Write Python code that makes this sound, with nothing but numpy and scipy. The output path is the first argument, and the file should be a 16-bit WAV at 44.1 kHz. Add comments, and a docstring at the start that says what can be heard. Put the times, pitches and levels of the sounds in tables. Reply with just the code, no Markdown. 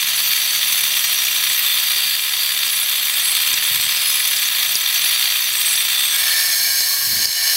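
"""Two angle grinders cut stone in an open workyard, heard at one microphone. The first rasps and
chatters while its steel disc sings; near the end it eases off and a second bites in, howling as the
load drags its speed down. Now and then a grinder squeals, a block knocks or a hammered chisel clinks;
the two hardest blows make the recorder duck. Behind the work the yard rumbles and an engine hums
far off, and gusts touch the microphone."""
import sys
import numpy as np
from scipy import signal
from scipy.fft import rfft, irfft
from scipy.io import wavfile
from scipy.ndimage import uniform_filter1d

SR = 44100
rng = np.random.default_rng(int(sys.argv[2]) if len(sys.argv) > 2 else 0)


def wrap_up_sound(samples):
    """Save the sound to the file named by the first command line argument, as 16-bit audio."""
    columns = np.atleast_2d(samples).T
    # keep every value between -1 and 1, then stretch to whole-number steps
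    tamed = np.clip(columns, -1, 1)
    steps = np.round(tamed * 32767).astype(np.int16)
    wavfile.write(sys.argv[1], SR, steps)


N = 333396
TIME = np.arange(N) / SR
BINS = np.fft.rfftfreq(N, 1 / SR)

# The first grinder's speed. Each row: time in seconds, turns a second.
FIRST_SPEED = [(0, 67), (.7, 73), (1.3, 63.5), (1.8, 68), (2.4, 70.7), (3.2, 71), (3.7, 74.6), (4.1, 72),
               (4.5, 63), (4.8, 60), (5.3, 60.7), (5.7, 63), (6.1, 66), (7.5, 73)]
# How hard it bears on the stone, easing off after 6 s. Each row: time in seconds, gain in dB.
FIRST_PRESSURE = [(0, -0.5), (2.07, 0.2), (2.22, -3), (2.35, -1.3), (2.95, -1.1), (3.5, 0.4), (4.9, -0.75),
                  (5.07, 1.2), (5.55, -1.5), (5.66, -0.4), (6.1, -0.7), (6.3, -2), (6.55, -8.5),
                  (6.75, -14), (7.5, -11.5)]
# The rasp of the stone. Each row: frequency in Hz, relative level in dB.
RASP_SPECTRUM = [(100, -46), (430, -52), (600, -23.5), (900, -24), (1050, -16.5), (1500, -13.5), (1750, -8),
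                 (3000, -6.5), (3500, -2.5), (4700, -7), (5350, -21), (7000, -20), (16000, -25.5)]
# Resonances of guard and block. Each row: centre in Hz, width in Hz, lift in dB.
GUARD_RESONANCES = [(742, 103, 5.5), (1024, 56, 5), (1255, 160, 3), (1565, 91, -4.5), (1654, 56, 4.5),
                    (1944, 71, 4), (2376, 170, 5.5), (2760, 92, 5), (3230, 150, 5), (3590, 340, 5),
                    (4120, 106, -8.5), (4263, 91, 9), (4470, 66, 3.5), (4616, 110, 7.5), (5000, 79, 9)]
# The hiss of grit from either grinder. Each row: frequency in Hz, relative level in dB.
GRIT_SPECTRUM = [(2000, -38.5), (5000, -5), (7000, -8), (9000, -6.5), (10400, -0.5), (11200, -0.5),
                 (12400, 3), (13250, 1.5), (14100, 3), (15700, -2.5)]
# The first disc's modes. Each row: frequency in Hz, width in Hz, level in dB against its family.
DISC_MODES = [(5790, 25, -5), (6164, 86, -2.5), (6750, 30, -12.5), (7686, 46, -1.5), (8240, 67, 0.5),
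              (9200, 44, -29), (9930, 80, -10), (10025, 24, -2), (10780, 36, 4), (12800, 44, -5),
              (13700, 31, -7.5), (14640, 47, -11.5), (15300, 36, -16), (15700, 33, -11)]
# The four families of those modes. Each row: centre in Hz, gain in dB.
MODE_FAMILIES = [(6000, 1), (8270, -3.5), (10800, -4.5), (13200, 2)]
# The lowest family, muted for a while. Each row: time in seconds, gain in dB.
LOW_FAMILY_GAIN = [(0, 3), (1.25, 1.5), (2.2, -3), (3.0, -1.5), (3.8, -2.5), (4.5, 1.5), (6.3, -0.5)]
# The rumble of the yard. Each row: frequency in Hz, relative level in dB.
RUMBLE_SPECTRUM = [(20, -19), (35, -25), (60, -23), (100, 6.5), (150, 16.5), (220, -1.5), (400, -16),
                   (1000, -5), (4000, -36)]
# The far engine's hum. Each row: frequency in Hz, level in dB before the fade.
ENGINE_TONES = [(151, -57.5), (183, -60), (242, -62.5), (274.5, -64), (361, -65)]
# Its fade. 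Each row: time in seconds, gain in dB.
ENGINE_FADE = [(0, 1.5), (1.7, -3), (3, -4.5), (4.5, -8), (7.5, -10)]
# Notes from the grinders. Each row: middle in seconds, length in seconds, pitch in Hz, level in dB.
GRINDER_SQUEALS = [(0.285, .18, 13800, -24), (.45, 0.83, 4520, -28), (0.717, .3, 10790, -30),
                   (.75, .4, 14600, -28), (1.065, 0.28, 8270, -31), (1.2, 0.72, 5740, -30.5),
                   (1.348, .4, 14700, -34), (1.5, 0.98, 12790, -33), (1.72, 0.7, 13700, -28),
                   (1.73, 0.22, 3530, -25.5), (2.001, 0.54, 4660, -26), (2.42, 0.29, 4660, -27.5),
                   (2.748, .26, 10770, -26), (2.9, .5, 12810, -29), (3.28, 0.23, 10850, -24.5),
                   (3.297, 0.42, 8350, -27), (3.802, .26, 8290, -27.5), (4.1, 0.61, 5050, -30.5),
                   (4.132, 0.39, 10780, -23.5), (5.1, 0.27, 10060, -28), (5.2, 0.42, 4602, -29),
                   (5.42, 0.17, 14520, -28), (5.701, 0.44, 8260, -25), (5.728, 0.21, 10120, -25.5),
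                   (6.05, .55, 3530, -25.5), (6.101, .5, 8295, -26.5), (6.4, .5, 10080, -29.5),
                   (6.179, .16, 1640, -33), (6.4, 0.44, 1775, -29), (6.701, .4, 2310, -33.5),
                   (6.65, 1.0, 14480, -30), (6.989, .3, 1114, -42), (7.419, 0.44, 2950, -31),
                   (7.47, .25, 1755, -34)]
# Knocks on stone. Each row: start in seconds, relative peak in dB.
STONE_KNOCKS = [(0.909, -37), (1.957, -32.5), (6.279, -45), (6.802, -42), (7.251, -34)]
# The thud of a block. Each row: frequency in Hz, relative level in dB.
THUD_SPECTRUM = [(50, -20), (130, -7), (350, 4.5), (600, 7), (1500, -12), (5000, -40)]
# Hammer blows on the chisel. Each row: start in seconds, relative peak in dB.
CHISEL_BLOWS = [(2.6794, -7), (3.5387, -4), (3.9701, -7), (4.3701, -7), (4.7543, 1), (5.754, -6.5),
                (6.8052, -3), (7.2543, 3.5)]
# The chisel's ring. Each row: frequency in Hz, relative level in dB, seconds to fall 60 dB.
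CHISEL_MODES = [(4790, 5, 0.028), (4880, 3, 0.02), (5200, 1, 0.018), (5780, 2, 0.016), (6500, 0, 0.016),
                (6840, -4, .016), (8828, -5, .012)]
# Gusts on the microphone. Each row: middle in seconds, length in seconds, level in dB.
MIC_GUSTS = [(3.51, .12, -51), (3.757, .3, -45.5), (5.03, .15, -52), (6.78, .16, -56), (7.173, 0.21, -39)]
# Their low buffeting. Each row: frequency in Hz, relative level in dB.
WIND_SPECTRUM = [(20, -20), (50, -11), (80, 4), (140, 3), (250, -4), (450, -10.5), (1000, -25)]
# The second grinder's speed, sagging under load. Each row: time in seconds, turns a second.
SECOND_SPEED = [(6.25, 107), (6.37, 112.3), (6.504, 111.5), (6.684, 109), (7.08, 99.5), (7.56, 98.5)]
# How hard it bites, heard in its screech. Each row: time in seconds, gain in dB.
SECOND_PRESSURE = [(6.05, -50), (6.13, -15), (6.3, -1.5), (6.5, 0), (6.83, 0.5), (6.92, -2), (7.1, -1.8),
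                   (7.25, 2), (7.56, 1.6)]
# Its low howl. Each row: frequency in Hz, relative level in dB.
HOWL_SPECTRUM = [(200, -48), (480, -33), (650, -12.5), (900, -18.5), (1080, -17), (1450, -15), (1650, -2.5),
                 (2300, -6.5), (2600, -12), (3300, -10.5), (4200, -31)]
# Its disc's low resonances. Each row: centre in Hz, width in Hz, lift in dB.
HOWL_RESONANCES = [(707, 120, 5), (1073, 110, 10), (1622, 46, 10), (1782, 120, 9), (2110, 120, -12),
                   (2238, 210, 13.5), (2950, 85, 16)]
# The howl swells as the disc enters the stone. Each row: time in seconds, level in dB.
HOWL_LEVEL = [(6.05, -75), (6.13, -33), (6.3, -27.5), (6.8, -29), (7.0, -32.5), (7.2, -28.5), (7.33, -28.5),
              (7.46, -26), (7.56, -29)]
# Its high screech. Each row: frequency in Hz, relative level in dB.
SCREECH_SPECTRUM = [(1500, -33), (3000, -17.5), (3900, -11), (4300, -4.5), (5400, -6.5), (6000, -15),
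                    (6600, -10), (7000, -23.5), (8000, -11.5), (10500, -9.5), (12500, -11.5), (14500, -26),
                    (16000, -27)]
# Its disc's high resonances. Each row: centre in Hz, width in Hz, lift in dB.
SCREECH_RESONANCES = [(4120, 85, 8.9), (4303, 114, 10.3), (4660, 160, 3.1), (5390, 89, 12.2), (6270, 60, 6),
                      (6420, 89, 13.4), (6640, 43, 12), (7430, 46, 19.4), (7540, 70, 6.3), (8800, 92, 2.5),
                      (11720, 110, 5), (12500, 140, 6), (13800, 200, 10), (14500, 120, 7)]
# Its hiss, dipping as the recorder ducks after the last blow. Each row: time in seconds, level in dB.
SECOND_HISS_LEVEL = [(6.05, -70), (6.15, -27), (6.4, -25), (7.1, -21), (7.3, -27), (7.56, -22)]


def gain_of(db):
    """Decibels to a factor."""
    return 10 ** (np.asarray(db) / 20)


def unit_rms(x):
    """Scales to rms 1."""
    return x / np.sqrt(np.mean(x ** 2) + 1e-20)


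def curve(rows):
    """Joins rows of time and value by straight lines."""
    return np.interp(TIME, *np.transpose(rows))


def add(mix, start, sound):
    """Lays a sound into the mix at a start in seconds."""
    part = mix[max(round(start * SR), 0):][:len(sound)]
    part += sound[:len(part)]


def colour(x, spectrum, resonances=()):
    """Filters by a broad spectrum with resonant lifts and dips, to rms 1."""
    hz, db = np.transpose(spectrum)
    db = np.interp(np.log(BINS + 1), np.log(hz), db)
    for centre, width, lift in resonances:
        db = db + lift / (1 + (2 * (BINS - centre) / width) ** 2)
    # minimum phase, so the ringing follows each click
    cepstrum = irfft(np.log(gain_of(db)), N)
    cepstrum[1:N // 2] *= 2
    cepstrum[N // 2 + 1:] = 0
    return unit_rms(irfft(rfft(x) * np.exp(rfft(cepstrum)), N))


def flutter(slow_hz, fast_hz):
    """Random wavering of rms 1 between two rates."""
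    band = BINS / (BINS + slow_hz) / np.sqrt(1 + (BINS / fast_hz) ** 2)
    band /= 1 + (BINS / (8 * fast_hz)) ** 2
    return unit_rms(irfft(rfft(rng.standard_normal(N)) * band, N))


def contact(turns, chatter, beat_db, wobble_db, chatter_db):
    """The disc presses once a turn, rocks every second turn and skips at random."""
    angle = 2 * np.pi * turns
    force_db = beat_db * np.cos(angle) + wobble_db * np.cos(angle / 2) + chatter_db * chatter
    return unit_rms(gain_of(force_db))


def grains(per_s, spread_db):
    """Grit breaks away in dense clicks of uneven size."""
    size = gain_of(spread_db * np.minimum(rng.exponential(1, N), 5))
    return unit_rms(rng.standard_normal(N) * size * (rng.random(N) < per_s / SR))


def scrape(turns, rim_share, per_s, spread_db, harmonics=140):
    """The rim's teeth come round alike every turn; the stone crumbles anew."""
    phases = np.exp(2j * np.pi * rng.random(harmonics))
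    phases[0] = 0
    teeth = irfft(phases, 4096)
    rim = unit_rms(np.interp(turns % 1, np.arange(len(teeth)) / len(teeth), teeth))
    return np.sqrt(rim_share) * rim + np.sqrt(1 - rim_share) * grains(per_s, spread_db)


def ring(drive, hz, width_hz):
    """One driven resonance, its pitch following the curve hz, at rms 1."""
    carrier = np.exp(2j * np.pi * np.cumsum(hz) / SR)
    envelope = signal.lfilter([1], [1, -np.exp(-np.pi * width_hz / SR)], drive * carrier.conj())
    return unit_rms((carrier * envelope).real)


def first_grinder():
    """Chattering contact drives the rasp of the stone, the hiss of grit and the singing disc."""
    speed, pressure_db = curve(FIRST_SPEED), curve(FIRST_PRESSURE)
    turns = np.cumsum(speed) / SR
    chatter = flutter(slow_hz=4.3, fast_hz=45)
    press = contact(turns, chatter, beat_db=1.84, wobble_db=0, chatter_db=1.5)
    cutting = press * scrape(turns, rim_share=0.089, per_s=11000, spread_db=1.5)
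    rasp = colour(cutting, RASP_SPECTRUM, GUARD_RESONANCES)
    spray = contact(turns, chatter, beat_db=1.0, wobble_db=-0.2, chatter_db=1.83)
    spurts = gain_of(flutter(slow_hz=2.2, fast_hz=6.3))
    grit = colour(spray * spurts * grains(per_s=18000, spread_db=-3.5), GRIT_SPECTRUM)
    push = contact(turns, chatter, beat_db=-0.1, wobble_db=-1.1, chatter_db=0.35)
    song = singing_disc(push * scrape(turns, rim_share=0.067, per_s=9000, spread_db=1.5), speed)
    # grit and song follow the pressure less than the rasp does
    return (gain_of(-20 + pressure_db) * rasp
            + gain_of(-22.5 + 0.5 * pressure_db) * grit
            + gain_of(-31 + 0.64 * pressure_db) * song)


def singing_disc(drive, speed):
    """The rim drives the disc's modes, which wander together and rise as spin stiffens the steel."""
    usual_speed, stiffen_hz, wander_hz = 68, 3.4, 14.4  # stiffen_hz for each extra turn a second
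    shift_hz = stiffen_hz * (speed - usual_speed) + wander_hz * flutter(slow_hz=1, fast_hz=4.9)
    low_family_db = curve(LOW_FAMILY_GAIN)
    song = np.zeros(N)
    for hz, width_hz, db in DISC_MODES:
        family = np.argmin([abs(centre - hz) for centre, _ in MODE_FAMILIES])
        grab_db = 2.75 * flutter(slow_hz=2.2, fast_hz=15)  # each mode catches and lets go on its own
        level_db = db + MODE_FAMILIES[family][1] + low_family_db * (family == 0)
        song += gain_of(level_db) * ring(drive * gain_of(grab_db), hz + shift_hz, width_hz)
    return song


def yard_rumble():
    """The open yard rumbles, low and steady, behind the work."""
    return gain_of(-61.5) * colour(rng.standard_normal(N), RUMBLE_SPECTRUM)


def far_engine():
    """An engine hums far off, its tones wavering together as it fades."""
    clock = TIME + np.cumsum(0.0048 * flutter(slow_hz=0.3, fast_hz=3.3)) / SR
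    hum = sum(gain_of(db) * np.sin(2 * np.pi * (hz * clock + rng.random())) for hz, db in ENGINE_TONES)
    return gain_of(curve(ENGINE_FADE)) * hum


def squeals():
    """Single notes from the grinders swell, tremble and die away."""
    out = np.zeros(N)
    tremble = unit_rms(gain_of(2.1 * flutter(slow_hz=5.2, fast_hz=40)))
    for middle, length, hz, db in GRINDER_SQUEALS:
        arch = np.sin(np.pi * np.arange(0, 1, 1 / (length * SR)))
        noise = rng.standard_normal(2 * SR)[:len(arch)]
        note = ring(noise, np.full(len(arch), hz), width_hz=31)
        add(out, middle - length / 2, gain_of(db) * arch * note)
    return out * tremble


def stone_knocks():
    """Heavy blocks take a blow with a dull, short thud."""
    t, out = np.arange(SR // 6) / SR, np.zeros(N)
    body = colour(rng.standard_normal(N), THUD_SPECTRUM)
    envelope = np.exp(-t / 0.017) * (1 - np.exp(-t / 0.0012))
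    for start, peak_db in STONE_KNOCKS:
        thud = body[rng.integers(N - len(t)):][:len(t)] * envelope
        add(out, start, gain_of(peak_db - 2) * thud / abs(thud).max())
    return out


def chisel():
    """A hammer meets a steel chisel: a short crack and a bright ring."""
    t, out = np.arange(SR // 8) / SR, np.zeros(N)
    attack = 1 - np.exp(-t / 0.00061)
    for start, peak_db in CHISEL_BLOWS:
        ringing = np.zeros(len(t))
        for hz, db, t60 in CHISEL_MODES:
            cycles = hz * rng.uniform(1.0, 1.015) * t + rng.random()
            ringing += gain_of(db - 60 * t / t60) * np.sin(2 * np.pi * cycles)
        crack = 0.66 * rng.standard_normal(len(t)) * np.exp(-t / 0.0031)
        clink = (ringing + crack) * attack
        add(out, start, gain_of(peak_db - 2.5) * clink / abs(clink).max())
    return out


def gusts():
    """Short, lumpy gusts buffet the microphone."""
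    fall_db = 7.5  # from a gust's peak to either end
    buffeting = rng.standard_normal(N) * gain_of(3.4 * flutter(slow_hz=5, fast_hz=25))
    swells = sum(gain_of(db - fall_db * (2 * (TIME - middle) / length) ** 2)
                 for middle, length, db in MIC_GUSTS)
    return swells * colour(buffeting, WIND_SPECTRUM)


def second_grinder():
    """The harmonics of a slowing disc slide down through its fixed resonances, over a hiss of grit."""
    speed = curve(SECOND_SPEED) * (1 + 0.002 * flutter(slow_hz=3.4, fast_hz=25))
    turns = np.cumsum(speed) / SR
    chatter = flutter(slow_hz=5.5, fast_hz=40)
    press = contact(turns, chatter, beat_db=-0.2, wobble_db=-0.5, chatter_db=0.6)
    howl_drive = press * scrape(turns, rim_share=0.48, per_s=13000, spread_db=2.0)
    howl = colour(howl_drive, HOWL_SPECTRUM, HOWL_RESONANCES)
    screech_drive = press * scrape(turns, rim_share=0.17, per_s=14000, spread_db=1.2, harmonics=80)
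    screech = colour(screech_drive, SCREECH_SPECTRUM, SCREECH_RESONANCES)
    hiss = colour(press * grains(per_s=18000, spread_db=0.2), GRIT_SPECTRUM)
    return (gain_of(curve(HOWL_LEVEL)) * howl
            + gain_of(-19 + curve(SECOND_PRESSURE)) * screech
            + gain_of(curve(SECOND_HISS_LEVEL)) * hiss)


def scene():
    """The stonework and the yard around it, at one microphone."""
    work = first_grinder() + second_grinder() + squeals() + chisel() + stone_knocks()
    return (work + yard_rumble() + far_engine() + gusts())[None]


def record(dry):
    """The recorder cuts the lows, ducks after the hardest blows and loses the highest treble."""
    low_cut_hz, high_cut_hz = 45, 15800
    limit_db, recover_db_per_s = -12.5, 22
    mic = signal.sosfilt(signal.butter(2, low_cut_hz, "high", fs=SR, output="sos"), dry)
    power_db = 10 * np.log10(abs(uniform_filter1d(mic[0] ** 2, size=200)) + 1e-12)
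    recovery_db = recover_db_per_s * TIME
    held_db = np.maximum.accumulate(power_db + recovery_db) - recovery_db  # each peak sinks slowly
    over_db = np.maximum(held_db - limit_db, 0)
    ducked = mic * gain_of(-uniform_filter1d(over_db, size=100))
    high_cut = signal.firwin(1023, high_cut_hz, window=("kaiser", 9), fs=SR)
    return signal.oaconvolve(ducked, high_cut[None], "same")


dry = scene()
out = record(dry)
wrap_up_sound(out)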